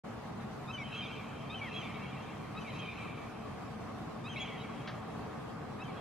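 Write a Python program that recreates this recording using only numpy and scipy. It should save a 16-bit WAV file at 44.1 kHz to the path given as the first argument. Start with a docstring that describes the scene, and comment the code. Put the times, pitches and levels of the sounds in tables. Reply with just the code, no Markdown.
"""Above the steady rumble of a town and its humming fans, a gull flies over a street and gives five
three-note cries, each note a stack of gliding overtones. After each cry a house front throws it back,
mostly later, higher and from the other side, and the street rings on with scattered reflections.
Between the fourth and fifth cry comes one distant knock, a short burst of noise.
All is heard through a small stereo microphone and opens after a moment of silence."""
import sys
import numpy as np
from scipy import signal
from scipy.fft import rfft, irfft
from scipy.io import wavfile
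from scipy.ndimage import uniform_filter1d

SR = 44100
rng = np.random.default_rng(int(sys.argv[2]) if len(sys.argv) > 2 else 0)


def wrap_up_sound(samples):
    """Save the sound to the file named by the first command line argument, as 16-bit audio."""
    columns = np.atleast_2d(samples).T
    # keep every value between -1 and 1, then stretch to whole-number steps
    tamed = np.clip(columns, -1, 1)
    steps = np.round(tamed * 32767).astype(np.int16)
    wavfile.write(sys.argv[1], SR, steps)


N = 264908
NOTES_PER_CRY = 3

# The notes of the gull's cries, one row a note: kind, start t/s, length t/s, first f/Hz, last f/Hz,
# arch f/Hz, swell and fade of overtone 2 (dB per s),
# then for each of overtones 2, 3, 4: loudest level/dB and its moment (0-1 of the note)
CRY_NOTES = [ ("rise", .672, .048, 1190, 1330, 11, 380, 300, -48, .8, -52.5, .5, -61, .85),
             ("high", .715, .059, 1575, 1465, 10, 550, 150, -43.5, .6, -80, .5, -61, .45),
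             ("drop", .772, .066, 1185, 1065, 10, 130, 400, -42.5, .8, -61, .3, -64, .1),
             ("rise", 1.497, .058, 1175, 1320, 25, 200, 500, -47, .85, -45, .15, -67, .15),
             ("high", 1.538, .069, 1530, 1385, 85, 300, 90, -46, .2, -80, .5, -69, .8),
             ("drop", 1.609, .09, 1165, 850, 85, 500, 150, -41, .1, -54, .4, -72, .2),
             ("rise", 2.54, .058, 1190, 1320, 9.5, 500, 500, -46.5, .85, -53, .65, -70, .15),
             ("high", 2.6, .035, 1557, 1455, 5, 400, 400, -57, .5, -84, .5, -66, .5),
             ("drop", 2.645, .058, 1210, 1030, 20, 250, 300, -48.5, .65, -69, .65, -76, .8),
             ("rise", 4.238, .052, 1175, 1335, 11, 400, 700, -46.5, .85, -48.5, .55, -65, .35),
             ("high", 4.284, .06, 1570, 1490, 55, 200, 150, -48, .35, -84, .5, -62, .85),
             ("drop", 4.358, .052, 1135, 990, 10, 200, 450, -39.5, .06, -58, .15, -72, .4),
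             ("rise", 5.785, 0.0517, 1195, 1345, 10, 500, 600, -47.5, .82, -59, .5, -68, .7),
             ("high", 5.832, 0.042, 1620, 1510, 5, 200, 600, -56, .8, -84, .5, -69, .2),
             ("drop", 5.878, .034, 1190, 1090, 5, 300, 300, -56, .45, -64, .5, -80, .5), ]


def gain_of(db):
    """Turns decibels into a factor."""
    return 10 ** (np.asarray(db) / 20)


def evened(x):
    """Scales a signal to an average strength (rms) of 1."""
    return x / np.sqrt(np.mean(x ** 2) + 1e-20)


def smoothed_twice(x, size, axis=-1):
    """Takes a running average twice, which leaves only slow changes."""
    return uniform_filter1d(uniform_filter1d(x, size=size, axis=axis), size=size, axis=axis)


def partly_alike(first, other, likeness):
    """Pairs a signal with a second one: likeness 1 is the same, 0 unrelated, below 0 opposed."""
    return np.array([first, likeness * first + np.sqrt(1 - likeness ** 2) * other])


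def read(points, hz):
    """Reads a curve between its points, on a log-frequency axis."""
    f, value = np.transpose(points)
    return np.interp(np.log(hz + 1), np.log(f + 1), value)


def add(mix, s, sound):
    """Mixes a sound in at s seconds."""
    part = mix[round(s * SR):][:len(sound)]
    part += sound[:len(part)]


def placed(x, pan_db, lead_s):
    """Makes two channels: the left louder by pan_db and earlier by lead_s."""
    side = np.array([[.5], [-.5]])
    turn = np.exp(2j * np.pi * np.fft.rfftfreq(N, 1 / SR) * lead_s * side)
    return irfft(rfft(x) * turn * gain_of(pan_db * side), N)


def note(t, hz, overtones_db, waver=0.0055, flutter_db=1.3):
    """Adds overtones on one slightly wavering pitch; each flutters in level on its own."""
    wobble = evened(uniform_filter1d(rng.standard_normal(len(t)), size=150))
    turns = np.cumsum(hz * (1 + waver * wobble)) / SR
    noise = rng.standard_normal((len(overtones_db), len(t) + 2000))
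    flutter = flutter_db * evened(smoothed_twice(noise, 180))[:, 1000:-1000]
    tone = np.zeros(len(t))
    for k, db in enumerate(overtones_db):
        tone += gain_of(db + flutter[k]) * np.sin(2 * np.pi * (k + 1) * turns)
    return np.sqrt(2) * tone * signal.windows.tukey(len(t), .17)


def gull(notes, flutter_db, low_db, blur_db):
    """Glides each note over a slight arch while its overtones swell and fade; close paths make it flutter."""
    # The voice, by kind of note: overtone 1 against overtone 2 level/dB, overtone 5 against 4 level/dB,
    # loudest moment of overtones 1 and 5 (0-1), skew of the arch (under 1 tops out early)
    voice = {"rise": (-5, -18, .35, 0, .65), "high": (-21, -22, .5, 0, 1.05),
             "drop": (-15.5, -3, 1, .7, 1.2)}
    # Higher overtones swell and fade faster, one value for each of overtones 1 to 5: (factor)
    steeper = [.6, 1, 1.1, 1.4, 1.5]
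    out = np.zeros(N)
    for row, chest_db in zip(notes, low_db):
        kind, start, length, first_hz, last_hz, arch_hz, swell, fade, *overtones = row
        first_db, fifth_db, first, fifth, skew = voice[kind]
        (second_db, third_db, fourth_db), moments = overtones[::2], overtones[1::2]
        t = np.arange(0, length, 1 / SR)
        u = t / length
        hz = first_hz + (last_hz - first_hz) * u + arch_hz * np.sin(np.pi * u ** skew)
        tops = [second_db + first_db + chest_db, second_db, third_db, fourth_db, fourth_db + fifth_db]
        levels = []
        for top, moment, k in zip(tops, (first, *moments, fifth), steeper):
            late = t - length * moment  # below 0 while the overtone still swells
            levels.append(top - k * np.maximum(fade * late, -swell * late))
        add(out, start, note(t, hz, levels, flutter_db=flutter_db))
    # nearby roofs blur the edges: sparse reflections that die away
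    lag = np.arange(SR // 12) / SR
    hits = rng.random(len(lag)) < .05
    roofs = gain_of(blur_db - 60 * lag / 0.18) * rng.standard_normal(len(lag)) * hits
    return out + signal.oaconvolve(out, roofs)[:N]


def answer(delay_s, fade_db, clumps_db=2.8, uneven_db=2.0):
    """Scatters sparse reflections of uneven size in clumps, mostly shared by both channels."""
    # The street's answer: t/s after the return from the house front, level/dB
    street_curve = [(-.2, -15), (-.1, -10), (-.03, -6.5), (.02, -2), (.2, -3.5), (.7, -16), (1.7, -29)]
    s, db = np.transpose(street_curve)
    t = np.arange(2 * SR) / SR
    size = gain_of(uneven_db * np.minimum(rng.exponential(1, (2, len(t))), 4))
    hits = rng.random((2, len(t))) < 100 / SR  # about 100 reflections per s
    a, b = size * rng.standard_normal((2, len(t))) * hits
    clumps = evened(smoothed_twice(rng.standard_normal(len(t)), 1200))
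    taps = partly_alike(a, b, 0.9)
    level = np.interp(t - delay_s, s, db, left=-200)
    taps *= gain_of(level - fade_db * t + clumps_db * clumps)
    return taps / np.sqrt(80)


def street():
    """Sends each cry to walls in its own set of places, so each has its own scattered reflections."""
    # How each cry fills the street: delay of the house front t/s, rising, high and dropping note level/dB,
    # slower fade (dB per s), spread of the returned pitches below the sharpest (factor)
    fill = [(0.2, -52.5, -52.5, -52.5, 5, 1.05), (0.18, -53, -55.5, -52.5, 3, 1.1),
            (0.17, -52.5, -56, -52, 1, 1.4), (0.09, -51.5, -53, -51.5, -2, 1.9),
            (0.13, -59, -62, -60, 0.1, 1.5)]
    # The notes as the walls hear them, one row a note: overtones 1 to 4 level/dB
    shape = [(-14, 0, -12.5, -22), (-21, 0, -51, -22), (-6, 0, -13.5, -27)]
    # Walls behind and ahead of the flying bird, those ahead ring longest: pitch (factor before the
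    # spread), extra fade (dB per s, before the spread and the slower fade)
    walls = [(.96, 22), (.99, 14), (1.015, 5), (1.03, 0), (1.04, 0), (1.045, 0), (1.055, 0)]
    # Change along each note as the walls hear it: rising, high, dropping note level/dB
    lean = [4, -1, -6]
    out = np.zeros((2, N))
    sharpest = walls[-1][0]
    for k, (delay_s, *fill_db, slower_db, spread) in enumerate(fill):
        notes = CRY_NOTES[NOTES_PER_CRY * k:][:NOTES_PER_CRY]
        start = notes[0][1]
        for shift, fade_db in walls:
            cry = np.zeros(SR // 4)
            heard = sharpest - spread * (sharpest - shift)
            for row, overtones, db, lean_db in zip(notes, shape, fill_db, lean):
                _, s, length, first_hz, last_hz, arch_hz, *_ = row
                t = np.arange(0, length, 1 / SR)
                glide = np.linspace(first_hz, last_hz, len(t))
                hz = heard * (glide + arch_hz * np.sin(np.pi * t / length))
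                levels = np.add.outer(overtones, db + lean_db * (t / length - .5))
                add(cry, s - start, note(t, hz, levels, waver=0.008))
            reflections = answer(delay_s, fade_db / spread - slower_db)
            add(out.T, start, signal.fftconvolve(cry[None], reflections, axes=1).T)
    return out


def knock():
    """Makes a dry crack far off: a short burst of noise and its quickly dying reflections."""
    # Colour of the knock: f/Hz, level/dB (per Hz)
    colour = [(700, -30), (1100, 0), (1560, 3.5), (2600, -5.5), (3600, -4.5), (5400, -14), (6400, -23),
              (7500, -47)]
    start_s, level_db = 4.873, -40
    t = np.arange(SR // 2) / SR
    rise = 1 - np.exp(-t / 0.0036)
    fall = gain_of(-60 * t / 0.091) + gain_of(-10.5 - 60 * t / 0.45)  # the burst, then its reflections
    hz = np.fft.rfftfreq(len(t), 1 / SR)
    spectrum = rfft(rng.standard_normal(len(t))) * gain_of(read(colour, hz))
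    burst = evened(irfft(spectrum, len(t)))
    out = np.zeros(N)
    add(out, start_s, gain_of(level_db) * burst * rise * fall)
    return placed(out, 1.0, 1.5e-5)


def town():
    """Shapes noise into traffic and fans: humps and drifting patches, with small quick level changes."""
    # Basic colour of the rumble: f/Hz, level/dB (per Hz, before the whole is scaled)
    rumble = [(15, -45), (30, -45), (60, -11.5), (110, -6), (200, -5), (330, -11.5), (600, -10.5),
              (1250, -13.5), (1500, -18.5), (2200, -24), (3500, -30.5), (6000, -37.5), (10000, -44),
              (13000, -47.5), (15000, -61)]
    # Humps in the rumble: f/Hz, width f/Hz, added level/dB
    hums = [(138.3, 32, 6), (222, 29.7, 6.5), (304, 50, 5), (433, 42, 6), (752, 59, 2.5), (1105, 47, 4)]
    # Passing traffic: t/s, level/dB (only the difference from the mean counts)
    traffic = [(0.0, -50), (0.12, -48.5), (0.23, -48.5), (0.87, -49.5), (1.96, -48), (2.16, -49),
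               (4.82, -48), (5.13, -46), (5.74, -47.5), (6.01, -46.5)]
    # How alike left and right are: f/Hz, likeness (-1 to 1)
    alike = [(25, 1), (60, 1), (170, 0.95), (260, 0.5), (400, -0.11), (520, 0.055), (720, 0.77),
             (950, 0.55), (1180, 0.87), (1420, 0.53), (2400, 0.24), (4600, -0.064), (11000, -0.031),
             (14400, -0.36)]
    level_db, hop = -43.5, 512
    frames, hz = N // hop + 5, np.fft.rfftfreq(2048, 1 / SR)
    a, b, c, d, patches = rng.standard_normal((frames, len(hz), 5)).T
    patches = uniform_filter1d(uniform_filter1d(patches, size=16, axis=0), size=4, axis=1)
    patches = evened(patches)
    quick = evened(uniform_filter1d(rng.standard_normal(frames), size=5))
    s, db = np.transpose(traffic)
    swell = np.interp(np.arange(frames) * hop / SR, s, db - db.mean())

    mids = np.exp(-np.log((hz + 1) / 650) ** 2 / 0.75)[:, None]  # passing traffic moves mainly the middle
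    patchy = (hz / (hz + 500))[:, None]  # the bass is the steadiest part
    upward = (hz / (hz + 9000))[:, None]  # the quick level changes grow with frequency
    humps = sum(hump_db / (1 + (2 * (hz - f) / width) ** 2) for f, width, hump_db in hums)
    colour = (read(rumble, hz) + humps)[:, None]

    z = partly_alike(a + 1j * b, c + 1j * d, read(alike, hz)[:, None])
    z *= gain_of(colour + mids * swell + 2.16 * patchy * patches + 1.7 * upward * quick)
    lean_db = np.array([.7, -.7])[:, None, None]  # low traffic, around 350 Hz, lies left
    z *= gain_of(lean_db / (1 + ((hz[:, None] - 350) / 150) ** 2))
    noise = signal.istft(z, nperseg=2048, noverlap=2048 - hop)[1][:, :N]
    return gain_of(level_db) * evened(noise)


def fans():
    """Lets tones wander in strength and phase, so each distant fan or plant is a narrow band."""
    # Wavering hums: f/Hz, width f/Hz, level/dB, left-right likeness (0-1)
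    fan_tones = [(127.2, 28.6, -54.5, 0.92), (222.2, 13.4, -56.5, 0.75), (449, 20, -66, 0.35),
                 (754.6, 16, -63.5, 0.63), (1227, 10, -67.5, 0.66)]
    out, t = np.zeros((2, N)), np.arange(N) / SR
    for hz, width, db, likeness in fan_tones:
        r = np.exp(-np.pi * width * 1.5 / SR)  # the same smoothing twice over
        noise = rng.standard_normal((2, N)) + 1j * rng.standard_normal((2, N))
        a, b = signal.lfilter([1], np.poly([r, r]), noise)
        pair = partly_alike(a, b, likeness) * np.exp(2j * np.pi * hz * t)
        out += gain_of(db) * evened(pair.real)
    return out


def scene():
    """Sets the bird a little left and the house front right, with rougher returns, over the town."""
    # The notes as the house front and other walls return them; the bird flies towards the house, so
    # they tend to come sooner later on and sound a little sharp. Columns as in CRY_NOTES:
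    # kind, start t/s, length t/s, first f/Hz, last f/Hz, arch f/Hz, swell and fade of overtone 2
    # (dB per s), then for each of overtones 2, 3, 4: loudest level/dB and its moment (0-1)
    returned_notes = [ ("high", .83, .07, 1580, 1480, 5, 300, 300, -51, .4, -87, .5, -95, .5),
                      ("rise", .78, .055, 1250, 1290, 5, 200, 300, -57, .7, -63, .4, -80, .5),
                      ("high", .92, .048, 1560, 1510, 5, 200, 200, -52, .5, -85, .5, -76, .5),
                      ("rise", 1.15, .055, 1310, 1320, 10, 400, 350, -54, .25, -65, .3, -80, .5),
                      ("drop", 1.888, .03, 1090, 1050, 5, 400, 400, -54, .5, -69, .5, -80, .5),
                      ("rise", 1.935, .045, 1220, 1340, 10, 300, 300, -59, .7, -63, .3, -80, .5),
                      ("drop", 1.94, .04, 1170, 1070, 10, 300, 300, -54, .7, -70, .5, -80, .5),
                      ("drop", 2.01, .07, 1140, 1100, 10, 250, 250, -56, .7, -68, .5, -80, .5),
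                      ("high", 2.695, .03, 1560, 1500, 5, 400, 400, -59, .4, -85, .5, -80, .5),
                      ("high", 2.74, .04, 1570, 1580, 5, 300, 300, -60, .5, -85, .5, -69, .6),
                      ("high", 2.83, .05, 1590, 1490, 10, 300, 200, -57, .3, -85, .5, -76, .5),
                      ("drop", 2.87, .07, 1190, 1150, 30, 400, 150, -53, .2, -68, .5, -80, .5),
                      ("high", 4.52, .03, 1650, 1600, 5, 400, 400, -57, .4, -85, .5, -76, .5),
                      ("high", 4.565, .065, 1590, 1460, 20, 300, 200, -55, .3, -85, .5, -82, .5),
                      ("rise", 4.58, .06, 1250, 1300, 5, 200, 300, -64, .5, -61, .7, -80, .5),
                      ("rise", .922, .042, 1270, 1335, 5.6, 150, 300, -47, .9, -58, .7, -76, .5),
                      ("rise", .965, .04, 1335, 1310, 5, 200, 300, -60, .5, -60, .5, -80, .5),
                      ("high", .96, .06, 1620, 1545, 15, 150, 200, -44, .65, -80, .5, -72, .3),
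                      ("drop", 1.012, .065, 1250, 1130, 5, 400, 250, -46, .15, -53, .4, -68, .4),
                      ("drop", 1.095, .03, 1150, 1115, 5.3, 400, 400, -55, .5, -72, .5, -78, .5),
                      ("rise", 1.705, 0.0337, 1280, 1350, 5, 800, 800, -48, .3, -60, .7, -84, .5),
                      ("rise", 1.735, .055, 1250, 1380, 10, 200, 400, -51.5, .6, -72, .5, -90, .5),
                      ("drop", 1.725, .065, 1360, 1290, 5, 300, 150, -66, .5, -59, .3, -90, .5),
                      ("high", 1.737, .088, 1620, 1475, 85, 150, 60, -48.5, .4, -78, .5, -66, .88),
                      ("drop", 1.825, 0.056, 1195, 1120, 10, 100, 150, -52, .6, -59, .45, -72, .7),
                      ("rise", 2.645, 0.076, 1220, 1360, 4.2, 350, 500, -67, .5, -57, .75, -90, .5),
                      ("rise", 2.735, 0.046, 1285, 1345, 10, 350, 600, -52, .75, -53, .4, -76, .4),
                      ("high", 2.785, .047, 1630, 1550, 5, 900, 250, -46.5, .3, -80, .5, -66, .1),
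                      ("drop", 2.825, .11, 1240, 1190, 4.7, 100, 100, -52, .4, -64, .1, -79, .5),
                      ("drop", 2.975, 0.064, 1200, 1160, 5, 150, 150, -52, .4, -72, .5, -90, .5),
                      ("drop", 2.812, .05, 1265, 1200, 5, 300, 200, -55, .4, -68, .5, -85, .5),
                      ("rise", 2.885, .06, 1250, 1340, 5, 200, 200, -57, .5, -68, .5, -85, .5),
                      ("drop", 2.9, .045, 1225, 1185, 5, 200, 200, -57, .5, -70, .5, -85, .5),
                      ("drop", 3.14, .13, 1175, 1130, 5, 80, 80, -59, .5, -76, .5, -90, .5),
                      ("rise", 2.955, .1, 1290, 1340, 5, 100, 100, -72, .5, -65, .4, -90, .5),
                      ("drop", 3.06, .08, 1190, 1165, 4.4, 150, 250, -54, .5, -74, .5, -90, .5),
                      ("rise", 4.33, .045, 1400, 1800, 70, 250, 250, -58, .5, -95, .5, -84, .5),
                      ("rise", 4.358, 0.0366, 1215, 1394, 20, 500, 400, -41.5, .8, -52, .45, -61, .9),
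                      ("high", 4.395, .04, 1640, 1650, 30, 150, 300, -40, .4, -80, .5, -61, .55),
                      ("high", 4.435, .04, 1640, 1520, 5, 300, 300, -50, .3, -80, .5, -67, .75),
                      ("drop", 4.405, 0.049, 1185, 1065, 10, 300, 150, -51, .3, -64, .7, -90, .5),
                      ("drop", 4.472, .046, 1175, 1060, 10, 400, 250, -49, .25, -58, .3, -74, .5),
                      ("drop", 4.63, .055, 1160, 1060, 5, 200, 200, -58, .4, -72, .5, -85, .5),
                      ("high", 5.955, .045, 1675, 1615, 5, 200, 200, -62, .5, -90, .5, -85, .5), ]
    # Extra strength of the lowest tone, one value for each cry: level/dB
    chest = [0.1, 0.1, 4, 0.1, 0.1]
    wall_loss = np.full(len(returned_notes), -25)  # dB: walls return little of the lowest tone
    cries = gull(CRY_NOTES, flutter_db=1.8, low_db=np.repeat(chest, NOTES_PER_CRY), blur_db=-26)
    returns = gull(returned_notes, flutter_db=3.2, low_db=wall_loss, blur_db=-22)
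    bird = placed(cries, .6, 1.2e-5)
    house_front = placed(returns, -.9, -0.000033)
    return bird + house_front + street() + knock() + town() + fans()


def record(dry):
    """Opens the sound after a moment of silence, then cuts off the highest treble."""
    start_s, fade_in_s, edge_hz = 0.0356, 0.014, 15030
    opened = dry * np.clip((np.arange(N) / SR - start_s) / fade_in_s, 0, 1)
    low_pass = signal.firwin(511, edge_hz, window=("kaiser", 9), fs=SR)
    return signal.oaconvolve(opened, low_pass[None], "same")


dry = scene()
out = record(dry)
wrap_up_sound(out)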